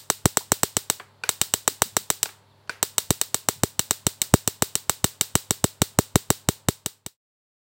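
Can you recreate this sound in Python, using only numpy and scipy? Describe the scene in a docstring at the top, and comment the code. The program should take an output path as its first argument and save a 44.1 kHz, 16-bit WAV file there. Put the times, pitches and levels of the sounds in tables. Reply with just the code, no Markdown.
"""Sharp electric snaps, about seven a second, close to a phone: an electric fly swatter sparks at a picture tube's neck.
Each spark cracks in the tube socket with a dull pop of heated air, scatters off the chassis and dies away in a small
workshop; its discharge also jolts the microphone input into a low thump. Twice the swatter's button is let go and
pressed again. Soft bumps, a faint falling whistle, room noise and steady sines lie beneath. The end fades out."""
import sys
import numpy as np
from scipy import signal
from scipy.fft import rfft, irfft, next_fast_len
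from scipy.io import wavfile

SR = 44100
rng = np.random.default_rng(int(sys.argv[2]) if len(sys.argv) > 2 else 0)


def inscribe(sig):
    """Save sig as 16-bit PCM at rate SR to the path in sys.argv[1].

    A 1-D sig is mono; a 2-D sig holds one channel per row.
    Samples are clipped to [-1, 1] before scaling.
    """
    pcm = np.round(np.clip(np.atleast_2d(sig).T, -1, 1) * 32767)
    wavfile.write(sys.argv[1], SR, pcm.astype(np.int16))


N = 339570  # length in samples

# The sparks. Each row: start in seconds, crack level in dB, level of the heated air's pop in dB,
# signed size of the electrical jolt to the microphone input (no unit).
SPARKS = [(0.1012, 0.7, 19, -0.045), (0.2566, .6, 16.5, 0.57), (0.3714, 0.2, 20, -.05),
          (0.5193, 1.3, 20.5, -.18), (0.6331, 1, 19.5, -.13), (0.768, -0.5, 13.5, -.11),
          (.9, 0.5, 15, -0.046), (1.2918, .7, 14, 0.029), (1.4148, 2.4, 8.5, 0.076),
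          (1.5385, 1, 14.5, -0.066), (1.678, 2, 20.5, -.02), (1.82, 2.5, 22.5, 0.11),
          (1.9675, 0.7, 19, -.06), (2.1025, 0.9, 16, -0.05), (2.2306, -0.3, 6.5, -.02),
          (2.8287, 1, 16, -0.044), (2.9819, 1.5, 12.5, .03), (3.106, 0.8, -15.5, .36),
          (3.2143, -1, 10, -.01), (3.3447, -0.8, 12, -.06), (3.4871, 1, 19, -0.097),
          (3.635, -1.4, 16, -0.36), (3.7939, 0, 9, .11), (3.9093, 0.4, 14.5, -.07), (4.0674, 0, 7, .26),
          (4.2175, 0.1, -20, 0.029), (4.3394, 1.3, 17.5, .99), (4.4765, -1.2, 11, -.15),
          (4.6228, 1.3, 18.5, -.22), (4.7544, -1.8, 5, -0.052), (4.896, 0.5, 18, 0.091),
          (5.0434, 1.8, 11, 0.3), (5.2112, 1.6, 7, -.07), (5.3541, 2, 16.5, .33), (5.508, -0.5, 11.5, -.18),
          (5.6421, -0.7, 14.5, -0.42), (5.8186, 0.2, 10, .43), (5.9883, 0.5, 20, -0.55),
          (6.1571, -.3, 12.5, .64), (6.3038, 1, 19.5, -.33), (6.488, -1.1, 12, .41),
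          (6.6863, 0.5, 12.5, 0.54), (6.8611, 0.5, 10.5, -.16), (7.0634, 1, -2, 0.22)]


def amp(db):
    """Turn decibels into a gain."""
    return 10 ** (np.asarray(db) / 20)


def unit(x):
    """Scale a sound to rms 1."""
    return x / np.sqrt(np.mean(x ** 2) + 1e-20)


def along(points, hz):
    """Read a curve of (Hz, value) points on a logarithmic frequency axis."""
    f, v = np.transpose(points)
    return np.interp(np.log(hz + 1), np.log(f + 1), v)


def filtered(x, response):
    """Multiply the spectrum of x by a (possibly complex) response of frequency."""
    m = next_fast_len(len(x) + 8192)  # spare room so that ringing does not wrap around
    f = np.fft.rfftfreq(m, 1 / SR)
    return irfft(rfft(x, m) * response(f), m)[:len(x)]


def resonance(f, hz, width_hz):
    """A ringing band-pass that starts no earlier than its input, with gain 1 at its centre."""
    return 1j * f * width_hz / (hz * hz - f * f + 1j * f * width_hz)


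def causal(gain):
    """The tightest ringing response that has this gain per frequency: sharp attack, then decay."""
    cepstrum = irfft(np.log(gain + 1e-6))
    half = len(cepstrum) // 2
    # folding the second half onto the first gives the minimum-phase response
    fold = np.r_[1, np.full(half - 1, 2), 1, np.zeros(half - 1)]
    return irfft(np.exp(rfft(cepstrum * fold)))[:half]


def add(track, s, sound):
    """Mix a sound into the track at time s, in seconds."""
    part = track[round(s * SR):][:len(sound)]
    part += sound[:len(part)]


def impulses(times, sizes):
    """One single-sample impulse per event."""
    return np.bincount(np.round(times * SR).astype(int), sizes, N)[:N]


def sparks():
    """The direct sound: a ringing crack, a dull pop, and the thump of a voltage step of either sign."""
    s, _, pop_db, jolt = np.transpose(SPARKS)

    def pop_colour(f):
        return resonance(f, 850, 1600) / (1 + (f / 2000) ** 4)

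    def input_coupling(f):
        # turns a voltage step into one slow swing
        swing = amp(41.0) * resonance(f, 99, 136)
        return swing / (1 + (f / 2300) ** 4) / (1 + 1j * f / 2860)

    pop = filtered(impulses(s, amp(pop_db)), pop_colour)
    thump = filtered(impulses(s, jolt), input_coupling)
    return cracks() + pop + thump


def cracks(bite_db=1, bite_hz=4000, bite_width_hz=4000):
    """The shock front of each spark rings the socket for a millisecond or two; the more pop, the less low ring."""
    # How strongly the low resonances sound as the hand-held phone moves.
    # Each row: time in seconds, level in dB before the pop takes its share.
    low_ring = [(.3, 2.4), (.85, 2.9), (1.3, 6), (2.1, 3), (3, 3.5), (3.3, 0.8), (3.7, 4), (4.7, 1.5),
                (5.1, 5), (6.9, 4)]
    low_loss_db, full_pop_db = 5, 20.5  # a pop of full_pop_db takes low_loss_db from the low ring
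    # the arc wanders among the pins, so the nearest face's reflection cuts different notches each time
    face_share, face_near_s, face_far_s = .2, .0003, .001
    out = np.zeros(N)
    f = np.fft.rfftfreq(2048, 1 / SR)
    for s, crack_db, pop_db, _ in SPARKS:
        low_db = np.interp(s, *np.transpose(low_ring)) - low_loss_db * amp(pop_db - full_pop_db)
        ring_power = socket(f, low_db, vary_db=1.0)
        # a broad bite of sound under the narrow resonances
        bite_power = np.abs(amp(bite_db + low_db) * resonance(f, bite_hz, bite_width_hz)) ** 2
        face_delay_s = rng.uniform(face_near_s, face_far_s)
        face = face_share / (1 + (f / 6000) ** 4) * np.exp(-2j * np.pi * f * face_delay_s)
        gain = np.sqrt(ring_power + bite_power) * np.abs(1 + face)
        add(out, s, -amp(crack_db) * causal(gain))
    return out


def socket(f, low_db, vary_db):
    """Power gain of the cavities around the gap; each arc takes a new path and strikes them differently."""
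    # Resonances that colour every crack. Each row: centre in Hz, width in Hz,
    # level in dB before the strike and low-ring changes.
    cavities = [(2285, 150, 5.5), (2988, 158, 13.5), (3767, 93, 16), (4020, 120, 11), (5320, 140, 13),
                (5763, 170, 19.5), (6200, 110, 16.5), (6480, 69, 17.5), (6980, 510, 12.5), (7838, 422, 23),
                (8500, 140, 14.5), (8300, 120, 4), (9220, 240, 8.5), (11160, 250, 8), (13200, 84, 3.5),
                (15150, 310, 16), (16800, 260, 14.5), (15200, 250, 3)]
    strikes_db = rng.normal(0, vary_db, len(cavities))
    power = 0
    for (hz, width_hz, db), strike_db in zip(cavities, strikes_db):
        level_db = db + strike_db + low_db * (hz < 5000)
        power = power + np.abs(amp(level_db) * resonance(f, hz, width_hz)) ** 2
    return power


def spark_echoes(chassis_db=3.5, slap_db=-5, room_db=3.0, drift=0.63, earlier_s=0.04):
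    """Chassis and walls answer each spark; the pattern varies around a usual one as the hand-held phone moves."""
    # How well the chassis returns each note. Each row: frequency in Hz, gain in dB.
    chassis_colour = [(100, -16.5), (500, -10.5), (2000, -1.5), (3000, -5.5), (4000, 4), (6000, -9.5),
                      (7800, 8.5), (10000, -3), (12500, -1), (15000, 2), (16000, -10)]
    # How well the room returns each note. Each row: frequency in Hz, gain in dB.
    room_colour = [(80, -12.5), (300, -16.5), (1000, -12), (2300, -10.5), (3000, -5), (3900, -0.5),
                   (5000, -2), (6500, -5.5), (7900, 0), (9000, -4), (10000, -8), (12000, -10.5),
                   (14000, -3), (15400, -3)]
    # Distinct slaps from bench and nearest walls. Each row: average delay in seconds, relative level in dB.
    walls = [(.0058, -13), (.009, -5.5), (0.021, -12), (0.024, -12.5)]
    wall_sway_s = 0.00044  # typical random change of a slap's delay, as the phone sways

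    def chassis():
        return scatter(t60=0.017, rise=0.0014)

    near, far = np.zeros(N), np.zeros(N)
    usual_near, usual_far = chassis(), room_tail()
    slaps = [scatter(t60=.004, rise=.0001) for _ in walls]
    add(far, 0, room_tail()[round(earlier_s * SR):])  # the room still rings from an earlier spark
    for s, crack_db, *_ in SPARKS:
        # cosine and sine shares keep the energy steady while part of the pattern is new
        near_pattern = np.cos(drift) * usual_near + np.sin(drift) * chassis()
        far_pattern = np.cos(drift) * usual_far + np.sin(drift) * room_tail()
        add(near, s, amp(crack_db + chassis_db) * near_pattern)
        add(far, s, amp(crack_db + room_db) * far_pattern)
        for (delay_s, db), slap in zip(walls, slaps):
            slap_s = s + delay_s + wall_sway_s * rng.standard_normal()
            add(near, slap_s, amp(crack_db + slap_db + db) * slap)
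    near = filtered(near, lambda f: amp(along(chassis_colour, f)))
    far = filtered(far, lambda f: amp(along(room_colour, f)))
    return near + far


def scatter(t60, rise):
    """A dense burst of reflections with energy 1; t60 (seconds to fall 60 dB) and rise are in seconds."""
    t = np.arange(SR // 10) / SR
    burst = rng.standard_normal(len(t)) * amp(-60 * t / t60) * (1 - np.exp(-t / rise))
    return burst / np.linalg.norm(burst)


def room_tail():
    """Reverberation with energy near 1 at each frequency; notes around 1 kHz last longest."""
    # Each row: frequency in Hz, time to fall by 60 dB in seconds.
    room_t60 = [(200, 0.25), (1000, 0.48), (4000, 0.28), (8000, 0.31), (15000, 0.24)]
    hz, t, z = signal.stft(rng.standard_normal(SR // 2), SR, nperseg=256)
    t60 = along(room_t60, hz)[:, None]
    even_energy = np.sqrt(2 * np.log(1000) / (t60 * SR))
    tail = signal.istft(z * amp(-60 * t / t60) * even_energy, SR, nperseg=256)[1]
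    return tail * (1 - np.exp(-np.arange(len(tail)) / SR / 0.0017))  # soft start


def button(tick_wet_db=-9, ring_wet_db=-11):
    """The switch ticks and rings the hollow plastic handle; the room answers each with a diffuse wash."""
    # The button let go and pressed. Each row: start in seconds, tick level in dB, handle ring level in dB,
    # time for the tick to fall by 60 dB in seconds, frequency in Hz above which the tick is dulled.
    presses = [(0.9982, -30.5, -34.5, 0.055, 2760), (1.2365, -25, -19, 0.019, 7970),
               (2.257, -21, -38, 0.018, 7000), (2.290, -39.5, -46, 0.04, 2900),
               (2.675, -49, -62, .02, 6000), (2.6946, -24.5, -19.5, 0.025, 8000)]
    # Notes of the plastic handle. Each row: frequency in Hz, relative level in dB,
    # time to fall by 60 dB in seconds.
    handle = [(470, -14, 0.044), (948, -18, 0.07), (1500, 2.5, 0.024), (1620, -21.5, .14), (2390, -6, 0.04),
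              (2730, -10, 0.011), (4300, -7.5, 0.012), (4650, -9, .025), (6240, -23.5, 0.013),
              (8260, -14.5, 0.021)]
    # Tone of the tick. Each row: frequency in Hz, relative level in dB.
    tick_tone = [(100, -15.5), (450, -5.5), (1000, 1.5), (2300, -1), (3300, -1.5), (4600, -4), (7000, -3),
                 (10000, -5.5), (16000, -22.5)]
    # Tone of the handle's ring as the walls return it. Each row: frequency in Hz, relative level in dB.
    wall_tone = [(150, -28), (450, -4.5), (1000, -8.5), (1600, -1.5), (2500, -4), (3400, -11), (4500, -9),
                 (7000, -18.5), (16000, -21.5)]
    out, t = np.zeros(N), np.arange(SR // 5) / SR

    def ring_colour(f):
        return amp(along(wall_tone, f))

    for s, tick_db, ring_db, tick_t60, dull_hz in presses:
        def tick_colour(f):
            return amp(along(tick_tone, f)) / (1 + (f / dull_hz) ** 4)

        noise = unit(filtered(rng.standard_normal(len(t)), tick_colour))
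        tick = amp(tick_db - 60 * t / tick_t60) * noise
        ring = np.zeros(len(t))
        for k, (hz, db, t60) in enumerate(handle):
            # neighbouring notes start in opposite directions
            ring += (-1) ** k * amp(ring_db + db - 60 * t / t60) * np.sin(2 * np.pi * hz * t)
        voices = (tick, tick_colour, tick_wet_db), (ring, ring_colour, ring_wet_db)
        for sound, colour, wet_db in voices:
            wash = filtered(room_tail(), colour)
            add(out, s, sound)
            # the wash's energy is set relative to the direct sound's
            add(out, s, amp(wet_db) * np.linalg.norm(sound) * wash / np.linalg.norm(wash))
    return out


def bumps(swell_s=0.0092, width=0.37):
    """Hands and wires nudge the set: short dull puffs of noise, width being a share of the centre frequency."""
    # Soft handling bumps. Each row: start in seconds, centre in Hz, level in dB.
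    nudges = [(0.404, 880, -46.5), (1.70, 257, -52.5), (1.849, 198.6, -50), (1.92, 100, -47.5),
              (1.991, 154, -47.5), (3.015, 110, -46.5), (3.556, 100, -43)]
    out, u = np.zeros(N), np.arange(SR // 5) / SR / swell_s
    for s, hz, db in nudges:
        noise = rng.standard_normal(len(u))
        puff = unit(filtered(noise, lambda f: resonance(f, hz, width * hz) ** 2))
        add(out, s, amp(db) * puff * u * np.exp(1 - u))  # loudest after swell_s
    return out


def whistle(start_s=2.485, length_s=0.062, from_hz=4700, to_hz=3000, db=-66):
    """A faint falling whistle in the pause: a sliding sine that swells and fades."""
    out, u = np.zeros(N), np.linspace(0, 1, round(length_s * SR))
    phase = 2 * np.pi * np.cumsum(from_hz * (to_hz / from_hz) ** u) / SR
    add(out, start_s, amp(db) * np.sin(np.pi * u) * np.sin(phase))
    return out


def workshop(air_db=-60):
    """The quiet workshop: faint shaped room noise, with steady sines: low hum and very faint high tones."""
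    # Tone of the room noise. Each row: frequency in Hz, relative level in dB per Hz.
    air_tone = [(25, -31), (60, -14), (100, -11), (150, -15.5), (230, -13), (340, -20.5), (600, -15),
                (750, -20.5), (900, -13.5), (1200, -21.5), (2500, -29.5), (4100, -26), (6000, -38.5),
                (16000, -44)]
    # Steady sines: low hum and very faint high tones. Each row: frequency in Hz, rms level in dB.
    sine_lines = [(100, -60), (141, -68), (400, -72), (878, -78), (4400, -80), (7500, -89), (10212, -89)]
    air = unit(filtered(rng.standard_normal(N), lambda f: amp(along(air_tone, f))))
    t = np.arange(N) / SR
    sines = sum(amp(db) * unit(np.sin(2 * np.pi * hz * t)) for hz, db in sine_lines)
    return amp(air_db) * air + sines


def scene():
    """Everything at the one microphone."""
    return (sparks() + spark_echoes() + button() + bumps() + whistle() + workshop())[None]


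def record(dry):
    """The phone's filters delay the low notes of each snap; peaks clip, the end fades, the band is limited."""
    # Output fader. Each row: time in seconds, gain.
    fader = [(6.551, 0.96), (7.172, 0.0023)]
    top_hz = 16100  # upper edge of the band

    def delay(f):
        # all-pass filters: they shift notes in time but leave their levels alone
        first = 1 - 2 * resonance(f, 401, 86)
        second = 1 - 2 * resonance(f, 360, 425)
        third = 1 - 2 * resonance(f, 1500, 1000)
        return first * second * third

    def low_cut(f):
        return f ** 4 / (f ** 4 + 67 ** 4)

    x = np.clip(filtered(dry[0], lambda f: delay(f) * low_cut(f)), -1, 1)
    x = x * np.interp(np.arange(N) / SR, *np.transpose(fader))
    return filtered(x, lambda f: 1 / (1 + (f / top_hz) ** 120))[None]


dry = scene()
out = record(dry)
inscribe(out)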